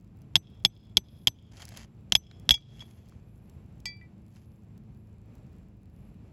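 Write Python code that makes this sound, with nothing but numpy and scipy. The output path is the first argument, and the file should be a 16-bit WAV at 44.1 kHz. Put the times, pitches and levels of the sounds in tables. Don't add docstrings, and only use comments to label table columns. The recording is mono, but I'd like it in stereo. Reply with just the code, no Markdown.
import sys
import numpy as np
from scipy import signal
from scipy.fft import rfft, irfft, next_fast_len
from scipy.io import wavfile

SR = 44100
rng = np.random.default_rng(int(sys.argv[2]) if len(sys.argv) > 2 else 0)


def waveform_to_disk(signal):
    frames = np.transpose(np.atleast_2d(signal))
    scaled = np.clip(frames, -1, 1) * 32767
    samples = np.round(scaled).astype(np.int16)
    wavfile.write(sys.argv[1], SR, samples)


def voltage_ratio(level):
    return 10 ** (np.asarray(level, float) / 20)


N = 278712


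def rms_one(x):
    return x / np.sqrt(np.mean(x ** 2) + 1e-20)


def at_hz(points, hz):
    table_hz, value = np.transpose(points)
    return np.interp(np.log(np.maximum(hz, 1)), np.log(table_hz), value)


def coloured(x, spectrum):
    length = x.shape[-1]
    size = next_fast_len(length)
    gain = voltage_ratio(at_hz(spectrum, np.fft.rfftfreq(size, 1 / SR)))
    return irfft(rfft(x, size) * gain, size)[..., :length]


def drift(rate_hz):
    r = np.exp(-80 * np.pi * rate_hz / SR)
    noise = rng.standard_normal(N // 40 + 2002)
    slow = signal.lfilter([1], [1, -2 * r, r * r], noise)[2000:]
    return np.interp(np.arange(N) / 40, np.arange(len(slow)), rms_one(slow))


def add(out, start_s, sound):
    i = round(start_s * SR)
    out[i:i + len(sound)] += sound[:N - i]


def rings(hz, level_db, t60_s, rise_s, hold_s=0):
    t = np.arange(SR // 2)[:, None] / SR
    fall_db = 60 * np.maximum(t - hold_s, 0) / t60_s
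    modes = voltage_ratio(level_db - fall_db) * np.sin(2 * np.pi * hz * t)
    return (1 - np.exp(-t[:, 0] / rise_s)) * np.sum(modes, axis=1)


# pitch_hz, likeness (0 to 1)
PORT_LIKENESS = [(60, 0.91), (130, .94), (290, 0.87), (640, .26), (1410, 0.066), (2100, 0.28), (3300, 0.88),
                 (5500, 0.94), (9000, 0.36), (15000, .8)]
# pitch_hz, relative level_db per Hz
RUMBLE_COLOUR = [(25, -22.5), (45, -3.5), (114, -2.5), (154, -7), (220, -10), (350, -21), (690, -27),
                 (1300, -35.5), (2000, -40.5), (2500, -38.5), (3300, -47), (7250, -55.5), (7550, -42.5),
                 (7850, -59.5), (11500, -53), (16500, -67.5)]


def rumble():
    mid, side = rfft(rng.standard_normal((2, N)))
    hz = np.fft.rfftfreq(N, 1 / SR)
    alike = np.clip(at_hz(PORT_LIKENESS, hz), 0, 1)
    both = np.sqrt(1 + alike) * mid + np.sqrt(1 - alike) * side * [[1], [-1]]
    noise = irfft(both * voltage_ratio(at_hz(RUMBLE_COLOUR, hz)), N)
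    return voltage_ratio(-52 + 1.7 * drift(2.7)) * rms_one(noise)


# multiple of the turning rate, level_db (the whole hum is then cut by 0.5 dB)
ENGINE_ORDERS = [(2, -60), (3, -60), (4, -54), (5, -60), (6, -64), (7, -61), (8, -62), (12, -69), (14, -74),
                 (16, -75)]


def engine():
    turns = np.cumsum(26.86 * (1 + 0.015 * drift(0.67))) / SR
    hum = 0
    for multiple, db in ENGINE_ORDERS:
        swell = voltage_ratio(db + 2.2 * drift(2.1))
        hum = hum + swell * np.sin(2 * np.pi * (multiple * turns + rng.random()))
    return voltage_ratio(-0.5) * hum


# start_s, length_s, level_db
RUSTLE_SWELLS = [(1.001, 0.38, -74.5), (2.702, 0.37, -75), (3.15, 0.57, -82), (4.2, 0.46, -80),
                 (4.9, 0.24, -85.5), (5.88, 0.3, -81.5)]
# pitch_hz, relative level_db per Hz
RUSTLE_COLOUR = [(7500, -31), (9000, -9), (11500, 2), (13000, -6), (15000, -9), (16500, -30.5)]


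def rustle():
    t = np.arange(N) / SR
    swell = 0
    for start_s, length_s, db in RUSTLE_SWELLS:
        arch = np.sin(np.pi * np.clip((t - start_s) / length_s, 0, 1))
        swell = swell + voltage_ratio(db) * arch ** 0.91
    return swell * voltage_ratio(2.5 * drift(30)) * rms_one(coloured(rng.standard_normal(N), RUSTLE_COLOUR))


def echoes(x):
    wall_s, wall_db = 0.115, -49
    t = np.arange(SR) / SR
    lumps = voltage_ratio(3.5 * drift(45)[:SR])
    fade = voltage_ratio(-73.0 - 60 * t / 1.2) * np.clip((t - .06) / 0.04, 0, 1)
    answer = rng.standard_normal((2, SR)) * lumps * fade
    answer[:, round(wall_s * SR)] += voltage_ratio(wall_db)
    band = signal.butter(2, [1800, 7000], "band", fs=SR, output="sos")
    return signal.fftconvolve(signal.sosfilt(band, x)[None], answer, axes=1)[:, :N]


# start_s, rough peak level_db, centre pitch_hz
TICKS = [(0.2183, -51, 6300), (1.5213, -50, 3320), (1.5697, -42, 4360), (1.6199, -32.5, 4100),
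         (1.6531, -33.5, 6800), (1.681, -38, 3010), (1.6897, -37, 7000), (1.762, -46, 2500),
         (1.7728, -31.5, 6190), (2.3127, -37.5, 1500), (2.398, -49, 8770), (2.578, -43.5, 1200),
         (2.823, -40.5, 1210), (2.9106, -51.5, 5200), (3.0865, -52, 6860), (3.095, -50.5, 7300),
         (3.1225, -44.5, 702), (3.497, -50, 6310), (3.8024, -48, 8030), (3.856, -37, 890),
         (4.36, -50, 3670), (4.778, -51.5, 7520), (5.353, -52, 8000)]


def ticks():
    spread = 2.2
    out, t = np.zeros(N), np.arange(SR // 50) / SR
    noise = rng.standard_normal((len(TICKS), len(t)))
    for (start_s, db, hz), hiss in zip(TICKS, noise):
        edges_hz = [hz / spread, min(hz * spread, .4 * SR)]
        snap = signal.sosfilt(signal.butter(2, edges_hz, "band", fs=SR, output="sos"), hiss)
        add(out, start_s, voltage_ratio(db - 5 - 60 * t / .012) * rms_one(snap))
    sizes = voltage_ratio(-62.5 + 1.9 * np.minimum(rng.exponential(1, N), 3))
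    faint = (rng.random(N) < 30 / SR) * sizes
    dying = signal.lfilter([1], [1, -.93], faint) * rng.standard_normal(N)
    return out + signal.sosfilt(signal.butter(2, 3500, "high", fs=SR, output="sos"), dying)


# pitch_hz, relative level_db struck on the end, relative level_db struck on the side, free t60_s
BAR = [(868, -27.5, -12, .05), (1975, -33, -5, 0.19), (2333, -22, -2.5, .32), (2790, -17.5, -28, .025),
       (3250, -3, -14, .14), (3404, -20.5, -12, 0.19), (3670, -22, -23.5, .03), (4660, -25.5, 3, .22),
       (5085, -17, -1.5, .09), (5270, -14, -30.5, .05), (6470, -20.5, -4.5, .08), (6923, -25.5, -28, 0.11),
       (7690, -26.5, -4.5, 0.062), (9200, -24.5, -13, 0.025), (11180, -25, -40, 0.012),
       (14276, -36, -40, .012)]
# time_s, level_db
DRAGS = [
    [(1.516, -63), (1.57, -60), (1.626, -49.5), (1.64, -62), (1.69, -61.5), (1.75, -56.5), (1.775, -47),
     (1.8, -55.5), (1.845, -58), (1.862, -80.5)],
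    [(2.68, -79), (2.788, -65), (2.82, -56), (2.85, -73), (3.2, -79.5)],
    [(4.29, -85), (4.32, -76.5), (4.37, -67), (4.46, -83)],
]
# pitch_hz, relative level_db per Hz
GRIT_COLOUR = [(240, -65), (400, -11), (666, -2.5), (1200, -8.5), (2220, -8.5), (3640, -11.5), (6640, -10),
               (8900, -17.5), (11200, -16.5), (16000, -33.5)]


def drags():
    bar_t60_s, bar_db = .03, -7.5
    sizes = voltage_ratio(3.8 * np.minimum(rng.exponential(1, N), 4)) * rng.choice([-1, 1], N)
    clicks_per_s = 3500 * voltage_ratio(5 * drift(80))
    grains = sizes * (rng.random(N) < clicks_per_s / SR)
    t = np.arange(N) / SR
    effort = 0
    for rows in DRAGS:
        during = (t >= rows[0][0]) & (t < rows[-1][0])
        effort = effort + np.where(during, voltage_ratio(np.interp(t, *np.transpose(rows))), 0)
    sung = 0
    r = voltage_ratio(-60 / (bar_t60_s * SR))
    for hz, end_db, _, _ in BAR:
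        w = 2 * np.pi * hz / SR
        mode = signal.lfilter([0, np.sin(w)], [1, -2 * r * np.cos(w), r * r], grains + 1e-18)
        sung = sung + voltage_ratio(.4 * end_db) * mode
    return effort * (rms_one(coloured(grains, GRIT_COLOUR)) + voltage_ratio(bar_db) * rms_one(sung))


# start_s, level_db, level change_db per octave away from the second mode, hammer ring level_db re the touch
CLINKS = [(3.8561, -35, 0, -20), (4.0133, -47, -36, -50)]
# pitch_hz, relative level_db, t60_s
HAMMER = [(6060, -5, .13), (7945, -14, .11), (11530, 2.5, .065)]
# pitch_hz, relative level_db per Hz
CRUNCH_COLOUR = [(200, -38), (500, -13.5), (1500, -16), (2600, -7.5), (3400, -2), (5200, -6), (7000, -17.5),
                 (9000, -16.5), (11000, -20.5), (16000, -33)]


def clinks():
    grasp_s, grasp_t60_s = 4.06, 0.086
    out, t = np.zeros(N), np.arange(SR // 20) / SR
    hz, _, side_db, free_s = np.transpose(BAR)
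    for start_s, db, soft_db, ring_db in CLINKS:
        modes_db = side_db + soft_db * np.abs(np.log2(hz / hz[1]))
        add(out, start_s, voltage_ratio(db) * rings(hz, modes_db, free_s, rise_s=.0001))
        add(out, start_s, voltage_ratio(db + ring_db) * rings(*np.transpose(HAMMER), rise_s=0.00021))
        crack = rms_one(coloured(rng.standard_normal(len(t)), CRUNCH_COLOUR))
        add(out, start_s, voltage_ratio(db + 4 + .7 * soft_db - 60 * t / .012) * crack)
    return out * voltage_ratio(-60 * np.maximum(np.arange(N) / SR - grasp_s, 0) / grasp_t60_s)


# start_s, rough peak level_db, loudest mode pitch_hz, t60_s allowed by grip and shingle, rafter thump_db re peak
BLOWS = [(0.3555, -3, 3330, 0.014, -37.5), (0.3629, -11.5, 3430, .014, -39.5),
         (0.6497, -3.5, 3380, 0.012, -37.5), (0.6557, -15.5, 3400, 0.027, -40),
         (0.9701, -3, 3340, 0.012, -28.5), (0.9744, -14.5, 3380, 0.015, -40),
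         (1.272, -3.5, 3278, 0.012, -32), (1.2799, -15.5, 3197, 0.011, -41),
         (2.122, -4.5, 3180, 0.0073, -34), (2.152, -2.5, 3350, 0.016, -26), (2.1611, -19, 3370, .022, -48),
         (2.4917, -5, 3340, 0.0071, -30.5), (2.5076, -1.5, 3330, 0.018, -16),
         (2.5145, -12.5, 3340, 0.099, -29), (2.5404, -17, 3340, 0.17, -41), (2.794, -45, 3120, 0.016, -40),
         (2.8053, -38.5, 3340, 0.24, -40)]
# typical pitch_hz, relative level_db, t60_s
DECK = [(108, 3.5, 0.05), (169, 0.5, 0.055), (330, -6, 0.044), (623, -6, .03), (730, -4, 0.024),
        (950, -5, .025), (1530, -11, 0.019)]


def blows():
    firm_grip_s = 0.014
    out, t = np.zeros(N), np.arange(SR // 8) / SR
    hz, end_db, _, free_s = np.transpose(BAR)
    head_hz, head_db, head_t60_s = np.transpose(HAMMER)
    deck_hz, deck_db, deck_t60_s = np.transpose(DECK)
    chance = rng.normal(0, 1, (len(BLOWS), 49))
    noise = rng.standard_normal((len(BLOWS), len(t)))
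    for (start_s, db, loud_hz, grip_s, thump_db), luck, hiss in zip(BLOWS, chance, noise):
        grip_s = np.clip(grip_s, .004, .3)
        looser = max(np.log2(grip_s / firm_grip_s), 0)
        knock_db = -22 - 6 * looser
        crunch_db = -13 - 5 * looser
        ring_db = -30.5 + 2.5 * looser + 0.98 * max(db, -15.5)

        choked_s = 1 / (1 / free_s + 1 / grip_s)
        slide_s = min(.11 * grip_s, .004)
        bar_hz = hz * (1 + .0004 / grip_s * luck[16:32])
        bar_hz[4], luck[4] = loud_hz, 0
        others_db = -1.5 * np.log2(grip_s / .015) * (hz != hz[4])
        bar_db = end_db + 2 + others_db + 3 * luck[:16]
        add(out, start_s, voltage_ratio(db) * rings(bar_hz, bar_db, choked_s, rise_s=.0003, hold_s=slide_s))

        head = rings(head_hz, head_db + 4 * luck[32:35], head_t60_s, rise_s=0.00045)
        add(out, start_s, voltage_ratio(db + ring_db) * head)

        boards_hz = deck_hz * (1 + .07 * luck[35:42])
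        boards = rings(boards_hz, deck_db + 1.7 * luck[42:], deck_t60_s, rise_s=0.0028)
        add(out, start_s + 0.0019, voltage_ratio(db + knock_db) * boards)
        rafter = rings(62, 0, .1, rise_s=0.0013)
        add(out, start_s + 0.0013, voltage_ratio(db + thump_db) * rafter)

        burst = voltage_ratio(-60 * t / .012) + voltage_ratio(-8 - 60 * t / .033)
        add(out, start_s, voltage_ratio(db + crunch_db) * rms_one(coloured(hiss, CRUNCH_COLOUR)) * burst)
    return out


def scene():
    steel = blows() + clinks()
    return steel + drags() + ticks() + rustle() + echoes(steel) + rumble() + engine()


def gain_control(x):
    climb_db = 45 * np.arange(N) / SR
    peak_db = 20 * np.log10(np.abs(x).max(axis=0) + 1e-9)
    over_db = 0.32 * np.maximum(peak_db + 24, 0)
    held_db = np.maximum.accumulate(over_db + climb_db) - climb_db
    r = np.exp(-1 / (0.058 * SR))
    return x * voltage_ratio(-signal.lfilter([1 - r], [1, -r], held_db))


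# pitch_hz, phase_radians
PORT_PHASE = [(0, 0), (690, .2), (1050, .8), (1460, 1.0), (1900, 0.0), (3100, 0.5), (3960, 0.1),
              (4900, .25), (5600, -.3), (7150, 0.2), (8700, -2.7), (9650, -4.0), (10600, -5.6),
              (13900, -10.3), (14600, -11.7), (15500, -12.8), (16600, -12.5)]
# pitch_hz, difference_db
PORT_BALANCE = [(60, 0.9), (110, 0.9), (200, 1.5), (380, 1.5), (700, 1.0), (1290, 2.0), (2380, -0.5),
                (4400, 0.0), (8120, -1.2), (15000, -0.8)]


def ports_hear(dry):
    size = next_fast_len(N)
    hz = np.fft.rfftfreq(size, 1 / SR)
    phase = np.exp(.5j * np.interp(hz, *np.transpose(PORT_PHASE)))
    half = phase * voltage_ratio(.5 * at_hz(PORT_BALANCE, hz))
    ports = irfft(rfft(dry, size) * [half, 1 / half], size)[:, :N]
    ports = signal.sosfilt(signal.butter(2, 45, "high", fs=SR, output="sos"), ports)
    return signal.sosfilt(signal.butter(4, 15500, fs=SR, output="sos"), ports)


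def low_pass(x):
    return signal.sosfilt(signal.butter(12, 17050, fs=SR, output="sos"), x)


def record(dry):
    levelled = gain_control(ports_hear(dry))
    mix = 1.327 * np.tanh(levelled / 1.272)
    return low_pass(mix)


dry = scene()
out = record(dry)
waveform_to_disk(out)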